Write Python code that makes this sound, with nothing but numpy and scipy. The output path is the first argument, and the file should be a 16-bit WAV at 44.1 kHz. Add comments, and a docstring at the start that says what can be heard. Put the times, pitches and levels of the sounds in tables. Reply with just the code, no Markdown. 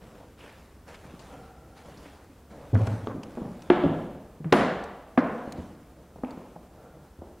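"""Soft shuffling steps in a large empty room, then heavy ones on loose floorboards, then softer ones again.
Each footfall is a burst of noise for the knock on the floor and a decaying sine for the board under it.
Filtered noise makes the sliding soles, clothes, scrapes and room air; tiny bursts make grit and cracking joints.
Bare walls answer for about a second with fading noise. The bass is nearly mono, the treble is spread."""
import sys
import numpy as np
from scipy import signal
from scipy.fft import rfft, irfft, next_fast_len
from scipy.io import wavfile
from scipy.ndimage import uniform_filter1d, map_coordinates

SR = 44100
rng = np.random.default_rng(int(sys.argv[2]) if len(sys.argv) > 2 else 0)


def generate_wav(sig):
    """Save sig (samples, or channels by samples) to the path in sys.argv[1] as 16-bit PCM at SR."""
    pcm = np.round(np.clip(np.atleast_2d(sig).T, -1, 1) * 32767).astype(np.int16)
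    wavfile.write(sys.argv[1], SR, pcm)


N = 326340  # length in samples

# Spectrum of the quiet room. Each row: frequency in Hz, relative density in dB per Hz.
AIR_SPECTRUM = [(25, -14), (65, 5.5), (110, -6), (220, -5.5), (480, -11.5), (800, -18), (1300, -20),
                (2200, -28), (4000, -32.5), (9000, -35), (15800, -38)]
# Stereo spread of the room air. Each row: frequency in Hz, side gain in dB.
AIR_SIDE_GAIN = [(200, -48), (1100, -38), (2000, -23), (3200, -14), (5000, -9), (10000, -4), (14000, -8)]
# Stereo spread of the steps and slides. Each row: frequency in Hz, side gain in dB.
STEP_SIDE_GAIN = [(200, -50), (1400, -42), (2800, -26), (4500, -11), (9000, -2), (14000, -6)]

# Decay of the room. Each row: frequency in Hz, time to fall by 60 dB in seconds.
ROOM_DECAY = [(80, 1.82), (200, 0.6), (500, 1.096), (1500, 0.96), (3500, 0.91), (7000, 0.75), (14000, 0.17)]
# Strength of the echo off the walls. 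Each row: frequency in Hz, relative level in dB.
WALL_ECHO = [(60, -15), (130, 11), (300, -1.5), (700, 2.5), (2000, 0.5), (6000, -1.5), (14000, 12)]

# A foot slides and the clothes move with it.
# Each row: start in seconds, length in seconds, sole level in dB, rustle level in dB, both before a common trim.
SLIDES = [(0, 0.2, -51.5, -57.5), (0.37, 0.17, -55.5, -53), (0.862, 0.038, -54, -48.5),
          (1.02, 0.13, -53.5, -55), (1.184, 0.14, -59, -51), (1.31, 0.073, -50, -67),
          (1.603, 0.12, -56.5, -70), (1.745, 0.035, -67, -52), (1.835, 0.12, -48.5, -53.5),
          (1.98, 0.11, -74, -52.5), (2.492, 0.2, -45.5, -56), (2.753, 0.19, -41.5, -47.5),
          (3.22, 0.78, -50, -55.5), (5.22, 0.39, -53, -56), (5.558, 0.026, -46, -55.5),
          (5.894, 0.13, -55.5, -83), (6.24, 0.18, -58, -59), (6.733, 0.21, -50, -85),
          (7.224, 0.045, -63, -78)]
# Spectrum of the sliding sole. 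Each row: frequency in Hz, relative density in dB per Hz.
SOLE_SPECTRUM = [(71, -32), (120, 5), (248, -2.5), (323, 2.5), (358, -12.5), (479, 3.5), (940, -9.5),
                 (2500, -32.5), (3250, -60), (5500, -120)]
# Spectrum of the clothes. Each row: frequency in Hz, relative density in dB per Hz.
RUSTLE_SPECTRUM = [(900, 11), (2300, 3), (4000, -4), (7500, -9), (11000, -13), (16000, -26.5)]
SLIDE_ATTACK_S, SLIDE_FADE_DB_PER_S = 0.023, 54.5

# Hollow scrapes of a dragged sole. Each row: start in seconds, length in seconds, level in dB.
SCRAPES = [(1.28, 0.55, -52), (6.757, 0.5, -58.5)]
# Resonances of the boards under a scrape. Each row: pitch in Hz, width in Hz, relative level in dB.
SCRAPE_MODES = [(470, 50, 2), (760, 130, 2.5), (1370, 150, -3)]

# Slaps and scrapes of the sole as it settles.
# Each row: start in seconds, level in dB, stroke length in seconds, pitch in Hz.
SCUFFS = [(0.372, -60.5, 0.17, 2620), (0.882, -52.5, 0.048, 580), (0.884, -60, 0.026, 2200),
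          (1.196, -65, 0.045, 4200), (1.971, -59.5, 0.015, 4750), (2.048, -57, 0.025, 1970),
          (2.733, -36.5, 0.023, 550), (2.751, -42, 0.015, 1400), (2.787, -39.5, 0.048, 593),
          (3.07, -50, 0.0056, 3230), (3.07, -43, 0.012, 1085), (3.094, -44.5, 0.029, 1070),
          (3.371, -49, 0.011, 1060), (3.4, -53.5, 0.052, 960), (3.701, -28, 0.0046, 910),
          (4.527, -21.5, 0.0073, 654), (4.562, -39.5, 0.16, 1600), (5.176, -24, 0.0031, 1400),
          (5.177, -41.5, 0.032, 1550), (5.181, -55, 0.027, 4150), (6.24, -41.5, 0.011, 810),
          (6.554, -45, 0.017, 667), (7.211, -49.5, 0.032, 620), (7.294, -55, 0.051, 575)]
SCUFF_WIDTH = 0.72  # bandwidth over pitch

# Crumbs cracking, and at 2.869 s one sharp tick close on one side. Each row: start in seconds, peak level in dB
# before a common lift, # left-minus-right level in dB, pitch in Hz, time constant in seconds.
GRIT = [(0.941, -47, 4, 3400, 0.0051), (1.191, -53, 11, 4500, 0.004), (1.773, -53.5, -1, 3900, 0.0064),
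        (2.746, -42, -2, 3500, 0.0015), (2.869, -39, 9, 3900, 0.0024), (3.232, -39.5, -1, 3700, 0.0022),
        (3.32, -62, 1, 2600, 0.0015), (3.621, -45.5, 0.5, 2800, 0.0015), (4.838, -43, 1, 4800, 0.002),
        (5.522, -35.5, 0.5, 4800, 0.0016), (6.307, -45.5, 0, 3400, 0.0018)]
# Plank joints snapping. Each row: start in seconds, level in dB, pitch in Hz.
CRACKS = [(3.7005, -28, 3040), (3.836, -41.5, 3060), (4.5235, -31, 3750), (6.247, -45, 2340)]

# Footfalls, heel and sole. Each row: start in seconds, knock level in dB,
# softness of the contact in milliseconds, name of the board, board level in dB.
STEPS = [(1.05, -47, 0.92, "boom", -52), (1.136, -48.5, 0.54, "bump", -35),
         (1.324, -53, 0.34, "rap", -37.5), (2.057, -51, 0.15, "rap", -37.5), (2.294, -55, 1, "rap", -43),
         (2.730, -30, 0.57, "boom", -6), (2.735, -44, 0.29, "drum", -4.5), (2.751, -35, 0.1, "knock", -14),
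         (2.796, -40, 0.46, "boom", -15.5), (2.871, -36, 0.082, "boom", -14),
         (3.070, -36.5, 0.13, "tock", -15), (3.079, -33, 0.43, "flex", -26),
         (3.148, -36.5, 0.79, "knock", -32), (3.371, -36.5, 0.23, "knock", -20.5),
         (3.38, -39, 0.28, "ring", -38), (3.414, -33, 0.96, "bump", -37), (3.452, -45.5, 0.13, "bump", -23),
         (3.700, -19, 0.078, "ring", -5.5), (3.703, -53, 0.18, "flex", -11.5),
         (3.837, -24.5, 0.24, "rap", -8.5), (3.839, -37, 0.19, "boom", -22),
         (3.854, -24.5, 0.84, "thud", -20), (4.402, -43.5, 0.48, "thud", -31),
         (4.443, -43.5, 0.067, "bump", -21), (4.453, -44, 0.49, "thud", -20.5),
         (4.5237, -17.5, 0.025, "ring", -16.5), (4.526, -17.5, 0.091, "clack", -3),
         (4.526, -29, 0.094, "clop", -6.5), (4.536, -22, 0.072, "clack", -10),
         (4.542, -31, 0.27, "thump", -11), (5.175, -21, 0.1, "knock", -9),
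         (5.177, -33.5, 0.064, "clack", -12.5), (5.184, -27, 0.077, "rap", -12.5),
         (5.474, -35, 0.68, "knock", -28), (5.579, -43, 0.91, "knock", -24.5),
         (5.584, -40, 0.55, "rumble", -23), (6.158, -48, 0.21, "clack", -52),
         (6.184, -49.5, 0.2, "bump", -35), (6.234, -34, 0.16, "thump", -20),
         (6.236, -59, 0.21, "clack", -32.5), (6.373, -43, 0.24, "bump", -31.5),
         (6.559, -49.5, 0.17, "bump", -33), (7.186, -52, 0.31, "rumble", -26.5),
         (7.218, -44, 0.23, "ring", -39.5)]
# Ways the floorboards ring. Each name gives: pitch in Hz, time to fall by 60 dB in seconds.
BOARDS = {"rumble": (81, 0.091), "drum": (93.5, 0.12), "boom": (108, 0.17), "thud": (158, 0.25),
          "bump": (170, 0.081), "thump": (252, 0.078), "knock": (245, 0.085), "rap": (276.8, 0.092),
          "flex": (296, 0.094), "ring": (355, 0.15), "tock": (420, 0.023), "clop": (520, 0.026),
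          "clack": (700, 0.028)}
# Colour of the floor's knock. Each row: frequency in Hz, relative level in dB.
WOOD_SPECTRUM = [(40, -16), (110, -10), (230, 2), (450, 0.5), (750, -3), (1100, -5.5), (2000, -10.5),
                 (3200, -15.5), (4300, -22), (8000, -27), (11000, -24.5), (15000, -26)]
# Upper resonances of the floor. Each entry: frequency in Hz.
FLOOR_MODES_HZ = [406, 712, 883, 960, 1121, 1290, 1437, 1577, 1666, 1856, 1993, 2263, 2380, 2605]
MODE_LIFT_DB, MODE_WIDTH_HZ = 2, 3.5

TOP_HZ = 15800  # upper band limit


def amp(db):
    """Decibels to gain."""
    return 10 ** (np.asarray(db) / 20)


def unit(x):
    """Scale to rms 1."""
    return x / np.sqrt(np.mean(x ** 2) + 1e-20)


def along(points, hz):
    """Read (Hz, value) points on a log frequency axis."""
    f, v = np.transpose(points)
    return np.interp(np.log(hz + 1), np.log(f + 1), v)


def wobble(rate, size=N):
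    """A smooth random curve, rate knots a second."""
    knots = rng.standard_normal(int(size * rate / SR) + 4)
    return map_coordinates(knots, [np.arange(size) * rate / SR])


def colour(x, gain):
    """Causal minimum-phase filter whose gain is a function of frequency."""
    n = x.shape[-1]
    m = 2 * next_fast_len(n // 2 + SR // 10)
    log_gain = np.log(np.maximum(gain(np.fft.rfftfreq(m, 1 / SR)), 1e-6))
    # folding the cepstrum onto positive time makes the filter causal
    cepstrum = irfft(log_gain, m)
    cepstrum[1:m // 2] *= 2
    cepstrum[m // 2 + 1:] = 0
    return irfft(rfft(x, m) * np.exp(rfft(cepstrum)), m)[..., :n]


def band(pitch_hz, width):
    """Gain of a broad resonance with steep skirts; width is bandwidth over pitch."""
    return lambda hz: np.hypot(1, (hz / pitch_hz - pitch_hz / (hz + 1)) / width) ** -3


def noise(spectrum, patchy_db=0):
    """Mid and side noise of rms 1 with the given spectrum; its colour drifts in patches."""
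    z = signal.stft(rng.standard_normal((2, N)), nperseg=512)[2]
    field = rng.standard_normal(z.shape[1:])
    field = uniform_filter1d(field, size=7, axis=0)   # smooth over frequency
    field = uniform_filter1d(field, size=12, axis=1)  # smooth over time
    patchy = signal.istft(z * amp(patchy_db * unit(field)), nperseg=512)[1][:, :N]
    return unit(colour(patchy, lambda hz: amp(along(spectrum, hz))))


def add(track, s, sound):
    """Mix a sound into the track at time s, in seconds."""
    part = track[:, round(s * SR):][:, :sound.shape[-1]]
    part += sound[:, :part.shape[-1]]


def echoes(build_s=0.022, first_echo_s=0.00074):
    """Mid and side of the room's answer: fading noise, treble dying soonest, drawn afresh for every sound."""
    hz, t, z = signal.stft(rng.standard_normal((2, SR)), SR, nperseg=256)
    strength_db = along(WALL_ECHO, hz)[:, None]
    decay_db = 60 * t / along(ROOM_DECAY, hz)[:, None]
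    tail = signal.istft(z * amp(strength_db - decay_db), SR, nperseg=256)[1]
    # echoes thicken as more and more walls are reached
    since_first = np.maximum(np.arange(tail.shape[1]) / SR - first_echo_s, 0)
    return tail * (1 - np.exp(-since_first / build_s))


def in_room(direct, spread, wet_db):
    """Mid and side: the direct sound plus the echoes of what spreads out in all directions."""
    heard = signal.fftconvolve(spread[None], echoes(), axes=1)
    # wet_db sets the mid echo energy against the direct energy
    heard *= amp(wet_db) * np.linalg.norm(direct) / np.linalg.norm(heard[0])
    heard[0, :len(direct)] += direct
    return heard


def burst(envelope, gain, wet_db):
    """Many tiny contacts under an envelope, coloured by gain and heard in the room; direct energy 1."""
    contacts = envelope * rng.standard_normal(len(envelope))
    # even out the chance tilt of the noise so that gain alone sets the colour
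    power = np.abs(rfft(contacts, SR)) ** 2  # one bin per Hz
    broad = np.abs(uniform_filter1d(power, size=300)) / power.mean()
    even = lambda hz: np.interp(hz, np.arange(len(broad)), broad + .05) ** -.5
    chatter = colour(contacts, lambda hz: gain(hz) * even(hz))
    one_contact = colour(signal.unit_impulse(len(envelope)), gain)
    return in_room(chatter / np.linalg.norm(chatter), one_contact, wet_db)


def air(level_db=-53.0):
    """The low rumble of the building and a thin hiss: coloured noise with a slight waver in level."""
    return amp(level_db + 0.58 * wobble(33)) * noise(AIR_SPECTRUM)


def shuffle(sole_db=-1, rustle_db=-1, grain_db=2.0):
    """Soles slide on dust and clothes rustle: noise starts quickly, holds and fades, in uneven little catches."""
    t = np.arange(N) / SR
    power = np.zeros((2, N))
    for s, length, slide_db, cloth_db in SLIDES:
        attack = np.clip((t - s) / SLIDE_ATTACK_S, 0, 1)
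        stroke = attack * amp(-SLIDE_FADE_DB_PER_S * np.maximum(t - s - length, 0))
        power += (amp([[slide_db], [cloth_db]]) * stroke) ** 2
    slide, rustle = np.sqrt(power)
    slide = slide * amp(sole_db + 0.66 * wobble(35)) * noise(SOLE_SPECTRUM, patchy_db=2.0)
    cloth = unit(amp(grain_db * wobble(600)) * noise(RUSTLE_SPECTRUM, patchy_db=2.2))
    return slide + rustle * amp(rustle_db) * cloth


def hollow_scrape(attack_s=0.046, fade_db_per_s=22, release_db_per_s=70):
    """A dragged sole rubs the boards, which answer in a few narrow resonances."""
    stroke = np.zeros(N)
    for s, length, db in SCRAPES:
        t = np.arange(N) / SR - s
        fade_db = fade_db_per_s * np.maximum(t, 0)
        release_db = release_db_per_s * np.maximum(t - length, 0)
        stroke += np.clip(t / attack_s, 0, 1) * amp(db - fade_db - release_db)

    def boards_gain(hz):
        return sum(amp(level) * band(pitch, width / pitch)(hz) for pitch, width, level in SCRAPE_MODES)

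    rubbing = unit(colour(rng.standard_normal((2, N)), boards_gain))
    return amp(0.83 * wobble(25.4)) * stroke * rubbing


def rub(length, pitch_hz, width, grain_db=2.0):
    """A gritty stroke that swells quickly and fades, through one resonance; length in seconds."""
    t = np.arange(SR * 2 // 3) / SR
    u = t[t < 4 * length + .03] / length
    stroke = u * np.exp(-np.pi * u) * amp(grain_db * wobble(630, size=len(u)))
    return np.sqrt(length * SR) * burst(stroke, band(pitch_hz, width), wet_db=-8.5)


def scuffs():
    """Broad slaps and scrapes of the soles: each is one rub through its own resonance."""
    track = np.zeros((2, N))
    for s, db, length, pitch_hz in SCUFFS:
        add(track, s, amp(db) * rub(length, pitch_hz, SCUFF_WIDTH))
    return track


def grit(level_db=4, width=2.9, dull_hz=8000, floor_hz=1100, floor_db=0):
    """Crumbs of plaster crack close by under the soles, and one sharp tick sounds close on one side; each
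    unevenly coloured and panned; left and right."""
    track = np.zeros((2, N))
    t = np.arange(SR // 20) / SR
    grid = np.arange(0, SR / 2, 450)
    for s, db, pan_db, pitch_hz, life in GRIT:
        ripple_db = 4.5 * rng.standard_normal(len(grid))

        def gain(hz):
            # the crumb snaps and taps the floor under it
            body = band(pitch_hz, width)(hz) + amp(floor_db) * band(floor_hz, width)(hz)
            return body * amp(np.interp(hz, grid, ripple_db)) / np.hypot(1, (hz / dull_hz) ** 2)

        mid, side = burst(t / life * np.exp(-t / life), gain, wet_db=-27.5)
        tick = np.array([mid + side / 2, mid - side / 2]) / np.abs(mid).max()
        pan = np.array([[pan_db], [-pan_db]]) / 2
        add(track, s, amp(db + level_db + pan) * tick)
    return track


def cracks(length_s=0.0017, width=0.49, wet_db=0):
    """Dry plank joints snap under the weight, each in one narrow resonance that carries through the room."""
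    track = np.zeros((2, N))
    u = np.arange(SR // 20) / SR / length_s
    for s, db, pitch_hz in CRACKS:
        snap = burst(u * np.exp(-np.pi * u), band(pitch_hz, width), wet_db)
        add(track, s, amp(db) * np.sqrt(length_s * SR) * snap)
    return track


def floor_modes_db(hz):
    """Narrow peaks where the floor rings on after a blow."""
    return MODE_LIFT_DB * sum(1 / (1 + ((hz - f) / MODE_WIDTH_HZ) ** 2) for f in FLOOR_MODES_HZ)


def knock(t, softness_ms, landing_s=0.0028, rattle_t60=0.13, steep=2.83):
    """The heel lands and the joints chatter briefly; direct sound of rms 1 over a fiftieth of a second."""
    blow = (t / landing_s) ** 2 * np.exp(1 - (t / landing_s) ** 2)
    joints = .21 * np.exp(-np.log(1000) * t / rattle_t60)
    # a softer contact lasts longer and excites less treble
    corner_hz = 1000 / (2 * np.pi * softness_ms)
    # each spot of the floor has its own small resonances
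    grid = np.arange(0, SR / 2, 60)
    ripple_db = 2.2 * rng.standard_normal(len(grid))

    def gain(hz):
        floor_db = along(WOOD_SPECTRUM, hz) + floor_modes_db(hz) + np.interp(hz, grid, ripple_db)
        return amp(floor_db) / np.sqrt(1 + (hz / corner_hz) ** (2 * steep))

    return burst(blow + joints, gain, wet_db=-0.5) * np.sqrt(SR / 50)


def board(t, pitch_hz, t60, rise_cycles=1.0, slap=0.41, cutoff=0.42):
    """The plank swings in its bending mode; touching the joist flattens one side of the swing."""
    decay = np.exp(-np.log(1000) * t / t60)
    rise = 1 - np.exp(-t * pitch_hz / rise_cycles)
    swing = -np.sin(2 * np.pi * pitch_hz * t) * decay * rise
    contact = np.abs(swing)
    # taking away the one-cycle mean leaves only the bend in the wave
    flattening = contact - uniform_filter1d(contact, int(SR / pitch_hz))
    motion = swing + slap * np.minimum(t * pitch_hz, 1) * flattening
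    # little radiates below the plank's pitch
    return signal.lfilter(*signal.butter(2, cutoff * pitch_hz, "high", fs=SR), motion)


def footsteps():
    """Every footfall knocks the floor and rings the plank it lands on."""
    track = np.zeros((2, N))
    t = np.arange(SR // 4) / SR
    for s, knock_db, softness_ms, name, board_db in STEPS:
        plank = amp(board_db) * board(t, *BOARDS[name])
        add(track, s, amp(knock_db) * knock(t, softness_ms))
        add(track, s, in_room(plank, plank, wet_db=-7.5))
    return track


def scene(shuffle_side_db=-7):
    """All sources in left and right: mid and side, narrow in the bass and spread in the treble, plus grit."""
    air_mid, air_side = air()
    slides = shuffle() * np.array([[1], [amp(shuffle_side_db)]])
    mid, side = slides + hollow_scrape() + scuffs() + cracks() + footsteps()
    mid = mid + air_mid
    side = colour(side, lambda hz: amp(along(STEP_SIDE_GAIN, hz)))
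    side = side + colour(air_side, lambda hz: amp(along(AIR_SIDE_GAIN, hz)))
    return np.array([mid + side, mid - side]) + grit()


def record(dry):
    """Cut everything from the band limit upwards."""
    m = next_fast_len(N + SR // 2)
    kept = np.fft.rfftfreq(m, 1 / SR) < TOP_HZ
    return irfft(rfft(dry, m) * kept, m)[:, :N]


dry = scene()
out = record(dry)
generate_wav(out)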